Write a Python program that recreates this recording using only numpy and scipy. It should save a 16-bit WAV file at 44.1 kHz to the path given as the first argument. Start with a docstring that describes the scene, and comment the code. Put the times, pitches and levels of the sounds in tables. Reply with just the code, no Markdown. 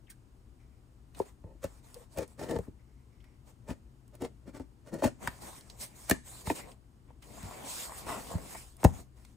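"""Over a low rumble, in a small room damped by shelves of yarn, fingers pick at packing tape on a box.
From 1.5 to 5 s the tape comes off in short jerks: its glue lets go in tiny slips that crackle in the
film and drum on the cardboard. Hands brush the box, flaps knock, and a sharp snap lands at 6.1 s.
From 7.2 s cardboard slides, an edge whistles and a flap judders; the heaviest knock comes at 8.8 s.
It is all heard up close, through a phone's stereo microphones."""
import sys
import numpy as np
from scipy import signal
from scipy.fft import rfft, irfft, next_fast_len
from scipy.io import wavfile
from scipy.ndimage import uniform_filter1d, map_coordinates

SR = 44100
rng = np.random.default_rng(int(sys.argv[2]) if len(sys.argv) > 2 else 0)


def persist_wave(psi):
    """Save psi, clipped to +-1, as 16-bit WAV."""
    counts = np.round(np.clip(psi, -1, 1) * 32767).astype(np.int16)
    wavfile.write(sys.argv[1], SR, np.atleast_2d(counts).T)


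N = 412776

# Levels in the tables are relative; each layer sets its own trim.
# room tone, the low rumble and the faint hiss: freq_hz, level_db
RUMBLE_EQ = [(12, -41.5), (20, -16), (31, -6.5), (59, 2.5), (92, -12.5), (124, -2.5), (147, -19),
             (228, -15.5), (332, -20), (474, -30), (527, -34), (947, -42), (1120, -46.5), (1440, -67.5),
             (3000, -46.5), (3900, -84.5), (6600, -120)]
AIR_EQ = [(1000, 11), (2500, -0.5), (4500, -2), (7500, -2.5), (10000, 0), (14000, -7), (16000, -19.5)]
# early reflections off the shelves: freq_hz, level_db
SHELF_EQ = [(100, -8), (500, -9), (1200, -7), (2500, -1.5), (5000, -2.5), (9000, -12.5)]
# decay of the room's tail: freq_hz, t60_s
ROOM_DECAY = [(100, 0.47), (500, 0.14), (2000, 0.31), (8000, 0.36), (15000, 0.078)]
# modes of the panels, of the whole box with its air, and of a flap: freq_hz, level_db, t60_s
PANEL_MODES = [(220, -2.5, 0.035), (263.6, -0.5, 0.051), (311.7, -10.5, 0.087), (391, -2.5, 0.048),
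               (477, -6.5, 0.058), (534.5, -2, 0.049), (645, -0.5, 0.039), (745, -2, 0.016),
               (884, -0.5, 0.03), (997, -0.5, 0.017), (1250, -12, 0.022), (1435, -13.5, 0.01),
               (1732, -7, 0.023), (1900, -11.5, 0.023), (2463, -9, 0.01), (4150, -14, 0.015)]
BOX_MODES = [(65.6, -13, 0.098), (90.5, 5.5, 0.039), (130, -6, 0.045), (167.6, -1, 0.051)]
FLAP_MODES = [(291, -9, 0.045), (484, -8.5, 0.019), (720, -2, 0.032), (900, -0.5, 0.02), (1060, -0.5, .016),
              (1219, -0.5, 0.01), (1964, -5.5, 0.014), (2520, -7.5, 0.012)]
# colours of a rubbing fingertip, scraping board and hissing paper fibres: freq_hz, level_db
FINGERTIP_EQ = [(700, 1), (1600, -13), (2150, 4), (2800, -13), (4500, -19), (5500, -7), (6800, -28),
                (12000, -35)]
SCRAPE_EQ = [(60, -28.5), (150, 5), (330, 0), (750, 2), (1200, -5), (1600, -10.5), (2200, -9),
             (3200, -18.5), (6000, -40), (15000, -49.5)]
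FIBRE_EQ = [(800, -5.5), (2900, -7.5), (4000, -4), (5200, -5), (7000, -1.5), (9000, 0), (11000, -2),
            (13000, -3.5), (15000, -14.5), (16500, -23)]
# colours of ticking film, a knock's crack and the peel's crackle: freq_hz, level_db
FILM_EQ = [(500, -3.5), (1300, 0), (2200, -2), (4000, -4), (7000, -3), (11000, 5), (15500, -5.5)]
CRACK_EQ = [(200, -21.5), (900, 4), (2000, 6), (3000, -5), (5000, -3), (7000, 2.5), (10000, 4.5),
            (15000, -0.5)]
CRACKLE_EQ = [(300, -69.5), (1000, 11), (2400, 3.5), (3400, -2), (5000, -2.5), (7500, 0.5), (10000, 2),
              (15000, -10.5)]
# a fingertip rubs the tape: start_s, hold_s, level_db
FINGER_RUBS = [(.61, 0.022, -72), (.72, 0.073, -81), (2.797, 0.017, -77), (2.883, .15, -82),
               (3.126, .1, -77), (3.25, .1, -77)]
# a tiny opening squeak, and an edge whistling in the long slide: time_s, pitch_hz, level_db
SQUEAK_CURVE = [(.065, 2900, -82), (.073, 2840, -68), (.079, 2400, -84), (.083, 2170, -57),
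                (.089, 2325, -80), (0.096, 2210, -58), (0.109, 1650, -84), (.122, 1610, -64),
                (.15, 1660, -87)]
WHISTLE_CURVE = [(7.7, 2495, -74), (7.8, 3090, -51), (7.88, 3810, -74)]
# a flap's edge drags over the box: time_s, level_db
DRAG_CURVE = [(8.062, -63), (8.069, -43.5), (8.082, -38), (8.093, -38.5), (8.105, -37), (8.128, -36.5),
              (8.165, -42.5), (8.23, -54)]
# short strokes of hands and cardboard: start_s, hold_s, scrape_db, hiss_db
SHORT_STROKES = [(1.173, 0.045, -52.5, -60.5), (1.255, 0.035, -60, -65.5), (1.673, 0.12, -69, -70),
                 (1.845, 0.19, -64.5, -67), (2.125, 0.023, -66, -66), (2.287, 0.042, -67.5, -70),
                 (2.598, 0.058, -62, -70.5), (3.475, 0.026, -64.5, -67), (5.229, 0.045, -45, -53.5),
                 (5.304, 0.096, -55.5, -64), (5.422, 0.067, -52.5, -52), (5.49, 0.093, -57.5, -56.5),
                 (5.613, 0.33, -63, -68), (5.813, 0.027, -50, -44), (5.874, 0.043, -61, -66),
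                 (5.96, 0.16, -62, -58.5), (6.13, 0.024, -51.5, -75), (6.266, 0.15, -59, -54.5),
                 (6.468, 0.042, -47, -46), (6.557, 0.043, -48.5, -48), (6.636, 0.081, -54, -66.5),
                 (7.094, 0.0056, -61.5, -99.5), (8.804, 0.1, -56.5, -61.5), (8.939, 0.062, -52, -58),
                 (9.172, 0.16, -72, -73.5)]
# one long slide across the box: time_s, scrape_db, hiss_db
SLIDE_CURVE = [(7.24, -61.5, -64), (7.438, -49, -55), (7.628, -49.5, -56), (7.696, -54.5, -43),
               (7.836, -60, -42), (7.904, -53, -55), (7.988, -51.5, -47.5), (8.052, -49, -59.5),
               (8.094, -47, -45), (8.242, -49, -53.5), (8.322, -48, -48.5), (8.378, -50.5, -59),
               (8.534, -50, -48.5), (8.552, -48, -56.5), (8.576, -54.5, -50), (8.76, -78.5, -71)]
# ticks of film and fingernails: peak_s, level_db, centre_hz, t60_s, narrowness
FILM_TICKS = [(0.1028, -35.5, 9000, 0.072, 0.3), (1.1486, -42.5, 2780, 0.031, 0.5),
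              (1.1915, -31, 8260, 0.016, 0.63), (1.9438, -27, 7360, 0.0077, 0.34),
              (2.2787, -38, 8950, 0.011, 0.63), (2.4358, -36, 4200, .01, 0.72),
              (2.4888, -35, 2230, .01, .5), (2.5126, -32, 4000, .01, 0.39), (2.5518, -40, 1900, .008, 0.67),
              (2.5638, -27.5, 1400, 0.0033, 0.46), (3.204, -59, 3220, 0.041, 1.1),
              (3.242, -50, 1800, 0.033, 0.42), (3.705, -31, 2480, 0.0057, .5),
              (4.0797, -46, 7950, .012, 0.57), (4.153, -36, 9170, 0.011, 0.45),
              (4.2495, -30, 4000, 0.0068, 0.39), (4.9421, -29, 8370, 0.0088, 0.61),
              (5.2748, -14.5, 1392, 0.014, 0.49), (5.6096, -35.5, 4200, 0.0094, 0.6),
              (5.7, -32.5, 4400, 0.019, 0.71), (6.098, -8, 10500, 0.021, 0.32),
              (6.1101, -6, 8000, 0.0085, .6), (6.718, -44, 3500, 0.012, .4),
              (7.225, -41.5, 2680, 0.059, 0.38), (8.768, -37.5, 8700, 0.011, 0.45),
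              (9.25, -38, 3840, 0.015, 0.29)]
# blows on the box: start_s, thump_db, panel_db, crack_db, centre_hz, narrowness
BOX_KNOCKS = [(1.1975, -55, -33.5, -61, 860, 2.6), (1.1988, -51, -26.5, -78, 432, 1.8),
              (1.439, -42.5, -46.5, -90, 307, 0.54), (1.641, -38, -32, -50, 470, 1),
              (2.173, -46, -38.5, -54.5, 640, 1.4), (2.185, -46, -34, -46, 540, 2.2),
              (2.411, -57, -36.5, -65, 440, 0.68), (2.561, -38, -44, -69, 400, .9),
              (2.587, -35.5, -34, -56, 436, 1), (2.677, -45.5, -44.5, -81, 288, 1.1),
              (3.686, -41.5, -48, -64, 200, .9), (3.703, -38.5, -40, -69, 253, 0.85),
              (4.22, -43.5, -35.5, -53, 355.3, 0.77), (4.597, -41, -37, -67, 298, 0.89),
              (5.0214, -46.5, -28.5, -62, 574, 1.4), (5.0384, -55, -30.5, -48, 900, 1.4),
              (5.0425, -35.5, -30, -39, 650, 0.72), (5.0467, -38, -25, -48, 610, 0.83),
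              (5.051, -27.5, -23, -61.5, 269, 1.1), (5.274, -42, -32.5, -51, 1390, 1.3),
              (5.277, -58, -41, -70, 260, 1.2), (6.096, -42, -32, -34.5, 500, 0.92),
              (6.101, -38.5, -48, -45, 1700, 0.75), (6.1106, -33, -21.5, -30, 317, 0.99),
              (6.1106, -51, -28, -51, 1680, 2.5), (6.471, -34.5, -37.5, -49, 1000, 0.41),
              (6.4985, -56, -27.5, -48, 990, 1.2), (6.4997, -70, -38, -54, 2140, 1.7),
              (6.501, -51.5, -25.5, -56.5, 305, 1.07), (6.5115, -52.5, -45, -51.5, 500, .8),
              (7.102, -71, -56.5, -83, 845, 1), (7.429, -41.5, -55, -55, 487, 0.47),
              (7.449, -42, -48, -72, 250, 0.71), (8.066, -58, -46, -55, 720, 1.1),
              (8.089, -67, -37, -59, 1170, 1.2), (8.309, -48, -42, -79, 504, 0.58),
              (8.336, -40, -46, -66, 750, 1.4), (8.348, -28.5, -48, -75, 300, 1),
              (8.38, -54, -44, -63, 620, 0.37), (8.549, -67, -42.5, -55, 900, 1),
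              (8.831, -46.5, -33, -59.5, 780, 0.97), (8.841, -39, -18, -35.5, 285, 0.62),
              (8.8465, -14, -16, -34.5, 695, 0.63)]
# jerks on the tape: start_s, hold_s, panel_db, crackle_db, creak_db, pitch_hz
TAPE_JERKS = [(1.462, 0.1, -55, -92, -59, 480), (1.634, .004, -53.5, -51.5, -43.5, 560),
              (1.643, 0.0058, -46, -46.5, -44, 560), (1.966, 0.0062, -55, -65, -43, 490),
              (2.009, 0.0087, -63, -86, -54, 500), (2.175, 0.021, -38.5, -47.5, -38, 600),
              (2.207, 0.026, -39, -47, -37, 505), (2.396, .015, -43, -48.5, -52, 520),
              (2.415, 0.032, -37.5, -45.5, -40, 500), (2.452, 0.024, -41.5, -51, -49, 560),
              (2.491, 0.028, -35, -46, -49, 450), (2.524, 0.044, -33.5, -51.5, -36, 540),
              (2.68, 0.0059, -58, -72, -49, 300), (3.69, 0.027, -36.5, -47, -47, 500),
              (4.14, 0.015, -56, -64.5, -55, 580), (4.218, 0.011, -39.5, -50, -46, 400),
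              (4.24, 0.013, -33.5, -47, -38, 480), (4.474, 0.022, -45, -60.5, -54, 318),
              (4.548, 0.03, -45, -54.5, -58, 370), (4.604, 0.016, -46, -61, -45, 280),
              (4.868, 0.025, -52, -58.5, -57, 552), (4.933, 0.033, -35.5, -53, -48, 420),
              (4.997, 0.0078, -43, -51, -56, 550), (5.042, 0.022, -25, -35, -36, 600),
              (6.094, .006, -47, -43.5, -72, 1400)]
# balance of the microphone pair: freq_hz, left_minus_right_db
MIC_BALANCE = [(60, 2.5), (130, 3.5), (250, 4), (600, 2), (1200, 1.5), (2200, 4), (3800, 0), (5400, -7),
               (7000, -1.5), (15000, -1.5)]
# phase between the microphones: freq_hz, left_lead_rad
MIC_PHASE = [(300, 0), (900, -.3), (2500, 0), (7000, 0), (8700, 1), (11000, np.pi), (12700, 4),
             (13800, 2 * np.pi)]

PUSH_DB_PER_S, STOP_DB_PER_S = 618.5, 390  # attack and release of a stroke
GRIP_DB_PER_S, LET_GO_DB_PER_S = 994, 751  # attack and release of a jerk
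TIRE_DB_PER_S, SAG_OCTAVES_PER_S = 41, 3  # as the peel runs on it weakens and the ring drops
STRAIN_DB, STRAIN_DB_PER_S = -21, 260  # the taut tape sounds faintly around each jerk


def amp(db):
    """Decibels to gain."""
    return 10 ** (np.asarray(db) / 20)


def unit(x):
    """x at rms 1."""
    return x / np.sqrt(np.mean(x ** 2) + 1e-20)


def unit_hit(x):
    """A hit with the energy of 20 ms at rms 1."""
    return x * np.sqrt(SR / 50 / np.sum(x ** 2))


def along(points, hz):
    """A curve of (freq_hz, value) points, read on a log frequency axis."""
    freqs, values = np.transpose(points)
    return np.interp(np.log(hz + 1), np.log(freqs + 1), values)


def wobble(knots_per_s):
    """A smooth random modulator."""
    knots = rng.standard_normal(int(N * knots_per_s / SR) + 4)
    return map_coordinates(knots, [np.arange(N) * knots_per_s / SR])


def filtered(x, response):
    """x through a frequency response."""
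    n = x.shape[-1]
    padded = next_fast_len(n + 8192)
    return irfft(rfft(x, padded) * response(np.fft.rfftfreq(padded, 1 / SR)), padded)[..., :n]


def low_cut(x, corner_hz):
    """x through a two-pole high-pass."""
    return filtered(x, lambda hz: (1j * hz / (corner_hz + 1j * hz)) ** 2)


def coloured(x, eq):
    """x through an EQ curve, at rms 1."""
    return unit(filtered(x, lambda hz: amp(along(eq, hz))))


def patchy(x, depth_db):
    """x with a colour that drifts in patches of frequency and time."""
    spectra = signal.stft(x, nperseg=512)[2]
    patches = uniform_filter1d(rng.standard_normal(spectra.shape[-2:]), 9, axis=0)
    patches = uniform_filter1d(patches, 10, axis=1)
    return signal.istft(spectra * amp(depth_db * unit(patches)), nperseg=512)[1][..., :N]


def add(track, start_s, sound):
    """Mix a sound into the track."""
    part = track[max(round(start_s * SR), 0):][:len(sound)]
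    part += sound[:len(part)]


def gesture(start_s, hold_s, rise, fall, droop=0):
    """Envelope of one movement: rise, drooping hold and fall, with slopes in dB a second."""
    out = np.zeros(N)
    t = np.arange(max(-start_s, -.25), hold_s + .35, 1 / SR)
    level_db = rise * np.minimum(t, 0) - droop * np.maximum(t, 0) - fall * np.maximum(t - hold_s, 0)
    add(out, start_s + t[0], amp(level_db))
    return out


def bell(hz, centre_hz):
    """A bell curve around the pitch that the point of contact favours."""
    return 1 / (1 + (np.log2(hz / centre_hz) / 0.45) ** 2)


def ring(modes, t, scatter_db, weight=1):
    """Damped modes, their strengths scattered at random by scatter_db."""
    hz, db, t60 = np.transpose(modes)
    size = weight * amp(db + scatter_db * rng.standard_normal(len(hz)))
    return size @ (amp(-60 * t / t60[:, None]) * np.sin(2 * np.pi * hz[:, None] * t))


def slips(per_s, spread_db):
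    """Tiny impulses, uneven in timing and size."""
    happens = rng.random(N) < per_s / SR
    size = amp(spread_db * np.clip(rng.standard_normal(N), -2, 2))
    return unit(happens * size * rng.choice([-1, 1], N))


def stick_slip(per_s, unevenness, spread_db):
    """Tension builds and lets go again and again, at a wandering rate and in clumps."""
    count = np.floor(np.cumsum(per_s * np.exp(unevenness * wobble(260))) / SR)
    size = amp(spread_db * np.clip(rng.standard_normal(N), -2, 2) + 2.2 * wobble(90))
    return unit(np.diff(count, prepend=0) * size * rng.choice([-1, 1], N))


def room_tone():
    """The bed: a low, nearly mono rumble leaning left, under a faint wide hiss."""
    width = amp(-9) * rng.standard_normal((2, N))
    rumble = coloured(rng.standard_normal(N) + width, RUMBLE_EQ) * amp(0.36 * wobble(34))
    air = coloured(rng.standard_normal((2, N)), AIR_EQ)
    return amp(-55.5) * amp([[1.5], [-1.5]]) * rumble + amp(-72) * air


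def room_impulse():
    """Close shelves answer at once; the yarn leaves only a faint, short tail."""
    hz, t, spectra = signal.stft(rng.standard_normal((2, SR // 4)), SR, nperseg=256)
    decay = amp(-60 * t / along(ROOM_DECAY, hz)[:, None])
    tail = signal.istft(spectra * decay, SR, nperseg=256)[1]
    early = rng.standard_normal(tail.shape) * amp(-60 * np.arange(tail.shape[1]) / SR / 0.075)
    early = filtered(early / np.linalg.norm(early[0]), lambda f: amp(along(SHELF_EQ, f)))
    return early + amp(-17.5) * tail / np.linalg.norm(tail[0])


def reflections(x):
    """The box and the arms keep moving, so each overlapping grain gets fresh reflections."""
    out, hop = np.zeros((2, N + SR)), SR // 5
    x = np.pad(x, (hop, 2 * hop))
    for start in range(0, N + hop, hop):
        grain = x[start:start + 2 * hop] * np.sqrt(np.hanning(2 * hop))
        wet = signal.fftconvolve(grain[None], room_impulse(), axes=1)
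        out[:, start:start + wet.shape[1]] += wet
    return out[:, hop:hop + N]


def fingertip():
    """A fingertip feels along the tape with a faint, thin rubbing."""
    level = sum(amp(db) * gesture(start_s, hold_s, PUSH_DB_PER_S, STOP_DB_PER_S)
                for start_s, hold_s, db in FINGER_RUBS)
    return level * amp(2 * wobble(40)) * coloured(rng.standard_normal(N), FINGERTIP_EQ)


def squeak(curve, roughness):
    """A scratchy friction tone that glides, stutters and wavers in pitch."""
    t = np.arange(N) / SR
    time_s, hz, db = np.transpose(curve)
    pitch_hz = np.interp(t, time_s, hz) * (1 + roughness * wobble(2000))
    tone = unit(amp(3.6 * wobble(200)) * np.sin(2 * np.pi * np.cumsum(pitch_hz) / SR))
    gate = (t > time_s[0]) & (t < time_s[-1])
    return amp(np.interp(t, time_s, db)) * gate * tone


def flap_drag():
    """A cut edge judders along the board and rings its flap."""
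    level_db = np.interp(np.arange(N) / SR, *np.transpose(DRAG_CURVE), left=-150, right=-150)
    flap = ring(FLAP_MODES, np.arange(SR // 8) / SR, scatter_db=0)
    judder = slips(per_s=1300, spread_db=4)
    return amp(level_db - 0.5) * unit(signal.oaconvolve(judder, flap)[:N])


def slide_envelopes():
    """Scrape gain and hiss gain of the long slide and the short strokes."""
    time_s, slide_scrape_db, slide_hiss_db = np.transpose(SLIDE_CURVE)
    t = np.arange(N) / SR
    fades = gesture(time_s[0], time_s[-1] - time_s[0], PUSH_DB_PER_S, STOP_DB_PER_S)
    gains = fades * amp([np.interp(t, time_s, slide_scrape_db), np.interp(t, time_s, slide_hiss_db) - 1])
    for start_s, hold_s, scrape_db, hiss_db in SHORT_STROKES:
        stroke = gesture(start_s, hold_s, PUSH_DB_PER_S, STOP_DB_PER_S)
        gains = np.maximum(gains, amp([[scrape_db], [hiss_db]]) * stroke)
    return gains


def sliding():
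    """Paper fibres catch as surfaces slide: fine hiss and small snags over the board's hollow scrape."""
    scrape_gain, hiss_gain = slide_envelopes()
    catches = slips(per_s=980, spread_db=2.5)
    wide = rng.standard_normal((2, 2, N))  # a broad surface reaches each microphone differently
    board = coloured(catches + amp(6) * wide[0], SCRAPE_EQ) * amp(0.74 * wobble(45))
    fibres = coloured(amp(-13) * catches + wide[1], FIBRE_EQ) * amp(0.6 * wobble(35))
    snags = stick_slip(per_s=70, unevenness=.9, spread_db=4.5)
    flap = ring(FLAP_MODES, np.arange(SR // 8) / SR, scatter_db=5)
    snagging = unit(signal.oaconvolve(snags, flap)[:N]) + amp(-5) * coloured(snags, CRACKLE_EQ)
    scrape = amp(-1) * board + amp(-9.5) * snagging
    return patchy(scrape_gain * scrape + amp(2.5) * hiss_gain * fibres, depth_db=2.5)


def ticks():
    """The stiff film creaks faintly as it tightens, then snaps."""
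    out, t = np.zeros(N), np.arange(-SR // 16, SR // 16) / SR
    for peak_s, level_db, centre_hz, t60_s, narrowness in FILM_TICKS:
        tighten = amp(-29.5 - 60 * abs(t) / 0.096)
        attack = amp(-60 * abs(t) / (0.26 * t60_s))
        envelope = np.where(t < 0, np.maximum(tighten, attack), amp(-60 * abs(t) / t60_s))
        film = coloured(rng.standard_normal(len(t)), FILM_EQ)
        film = filtered(film, lambda hz: bell(hz + 1, centre_hz) ** narrowness)
        add(out, peak_s + t[0], amp(level_db - 10.5) * unit(film) * envelope)
    return out


def panel_dispersion(hz):
    """A panel carries treble faster than bass, so each blow leaves it as a quick downward chirp."""
    lag_cycles = .0032 * (2 * np.sqrt(1000 * (hz + 40)) - 400 - .35 * hz)
    return np.exp(-2j * np.pi * lag_cycles)


def knocks():
    """A blow crunches at the contact, rings the panels around one pitch and heaves the whole box."""
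    out, t = np.zeros(N), np.arange(SR // 4) / SR
    mode_hz = np.transpose(PANEL_MODES)[0]
    for start_s, thump_db, panel_db, crack_db, centre_hz, narrowness in BOX_KNOCKS:
        polarity = rng.choice([-1, 1], len(mode_hz))  # each mode pushes towards the microphone or away
        weight = polarity * bell(mode_hz, centre_hz) ** narrowness
        damping = amp(-.3 * centre_hz * t)  # higher, stiffer spots die away sooner
        panel = damping * ring(PANEL_MODES, t, scatter_db=1.54, weight=weight)
        panel = unit_hit(low_cut(panel, corner_hz=0.16 * centre_hz))
        thump = unit_hit(ring(BOX_MODES, t, scatter_db=0) * (1 - np.exp(-t / 0.0035)))
        burst = amp(-60 * t / 0.013) * (1 - np.exp(-t / 0.00056))
        crack = unit_hit(coloured(rng.standard_normal(len(t)), CRACK_EQ) * burst)
        hit = amp(thump_db + 2.5) * thump + amp(panel_db - 3.45) * panel + amp(crack_db + 1) * crack
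        add(out, start_s, hit)
    return low_cut(filtered(out, panel_dispersion), corner_hz=36)  # a small box radiates little deep bass


def jerk_envelopes():
    """Gains of panel, crackle and creak, and the ring's pitch: the strongest jerk of the moment leads."""
    t = np.arange(N) / SR
    panel, crackle, creak = np.zeros((3, N))
    centre_hz = np.full(N, TAPE_JERKS[0][-1], float)
    for start_s, hold_s, panel_db, crackle_db, creak_db, pitch_hz in TAPE_JERKS:
        peel = gesture(start_s, hold_s, GRIP_DB_PER_S, LET_GO_DB_PER_S, TIRE_DB_PER_S)
        strain = amp(STRAIN_DB) * gesture(start_s, hold_s, STRAIN_DB_PER_S, STRAIN_DB_PER_S)
        effort = np.maximum(peel, strain)
        leads = amp(panel_db) * effort > panel
        centre_hz[leads] = pitch_hz * 2 ** (-SAG_OCTAVES_PER_S * (t[leads] - start_s))
        panel = np.maximum(panel, amp(panel_db) * effort)
        crackle = np.maximum(crackle, amp(crackle_db) * effort)
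        creak = np.maximum(creak, amp(creak_db) * peel ** 2)  # only a firm pull makes the board creak
    return panel, crackle, creak, centre_hz


def tape_peel():
    """The glue lets go in slips that crackle in the film and drum on the panels; the board creaks."""
    panel_gain, crackle_gain, creak_gain, centre_hz = jerk_envelopes()
    t = np.arange(SR // 14) / SR
    glue = stick_slip(per_s=620, unevenness=.45, spread_db=3.5)
    drum, power = np.zeros((2, N))
    for hz, db, t60_s in PANEL_MODES + BOX_MODES[-1:]:
        mode = amp(db - 60 * t / t60_s) * np.sin(2 * np.pi * hz * t) * rng.choice([-1, 1])
        weight = bell(hz, 0.87 * centre_hz) ** 0.44  # the ring shifts as the peel line travels
        drum += weight * signal.oaconvolve(glue, mode)[:N]
        power += weight ** 2 * np.sum(mode ** 2)
    drum /= np.sqrt(power)  # level stays even while the colour moves
    crackle = coloured(glue + amp(-3.5) * rng.standard_normal(N), CRACKLE_EQ)
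    creak_hz = centre_hz * (1 + .07 * wobble(260))
    creak = unit(amp(3.4 * wobble(170)) * np.sin(2 * np.pi * np.cumsum(creak_hz) / SR))
    return (amp(-1.5) * panel_gain * drum + amp(-2) * crackle_gain * crackle
            + amp(-2.5) * creak_gain * creak)


def scene():
    """The box sits dead centre and feeds the room; the sliding spreads wider, over the room tone."""
    box = tape_peel() + knocks() + ticks() + flap_drag() + fingertip()
    box += squeak(SQUEAK_CURVE, roughness=0.107) + squeak(WHISTLE_CURVE, roughness=.16)
    return amp(-1) * box + reflections(box) + sliding() + room_tone()


def record(dry):
    """The phone shares one treble signal between channels, shifts balance and phase, and trims the ends."""
    treble_side = filtered(dry[0] - dry[1], lambda hz: np.clip((hz - 5000) / 2000, 0, 1))
    pair = np.array([dry[0], dry[1] + treble_side])
    side, left = np.array([[.5], [-.5]]), np.array([[1], [0]])
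    pair = filtered(pair, lambda hz: amp(side * along(MIC_BALANCE, hz))
                    * np.exp(1j * left * along(MIC_PHASE, hz)))
    pair = filtered(pair, lambda hz: hz ** 2 / (hz ** 2 + 26 ** 2))  # sub-bass roll-off
    return filtered(pair, lambda hz: 1 / (1 + (hz / 15800) ** 120))  # brick-wall high cut


dry = scene()
out = record(dry)
persist_wave(out)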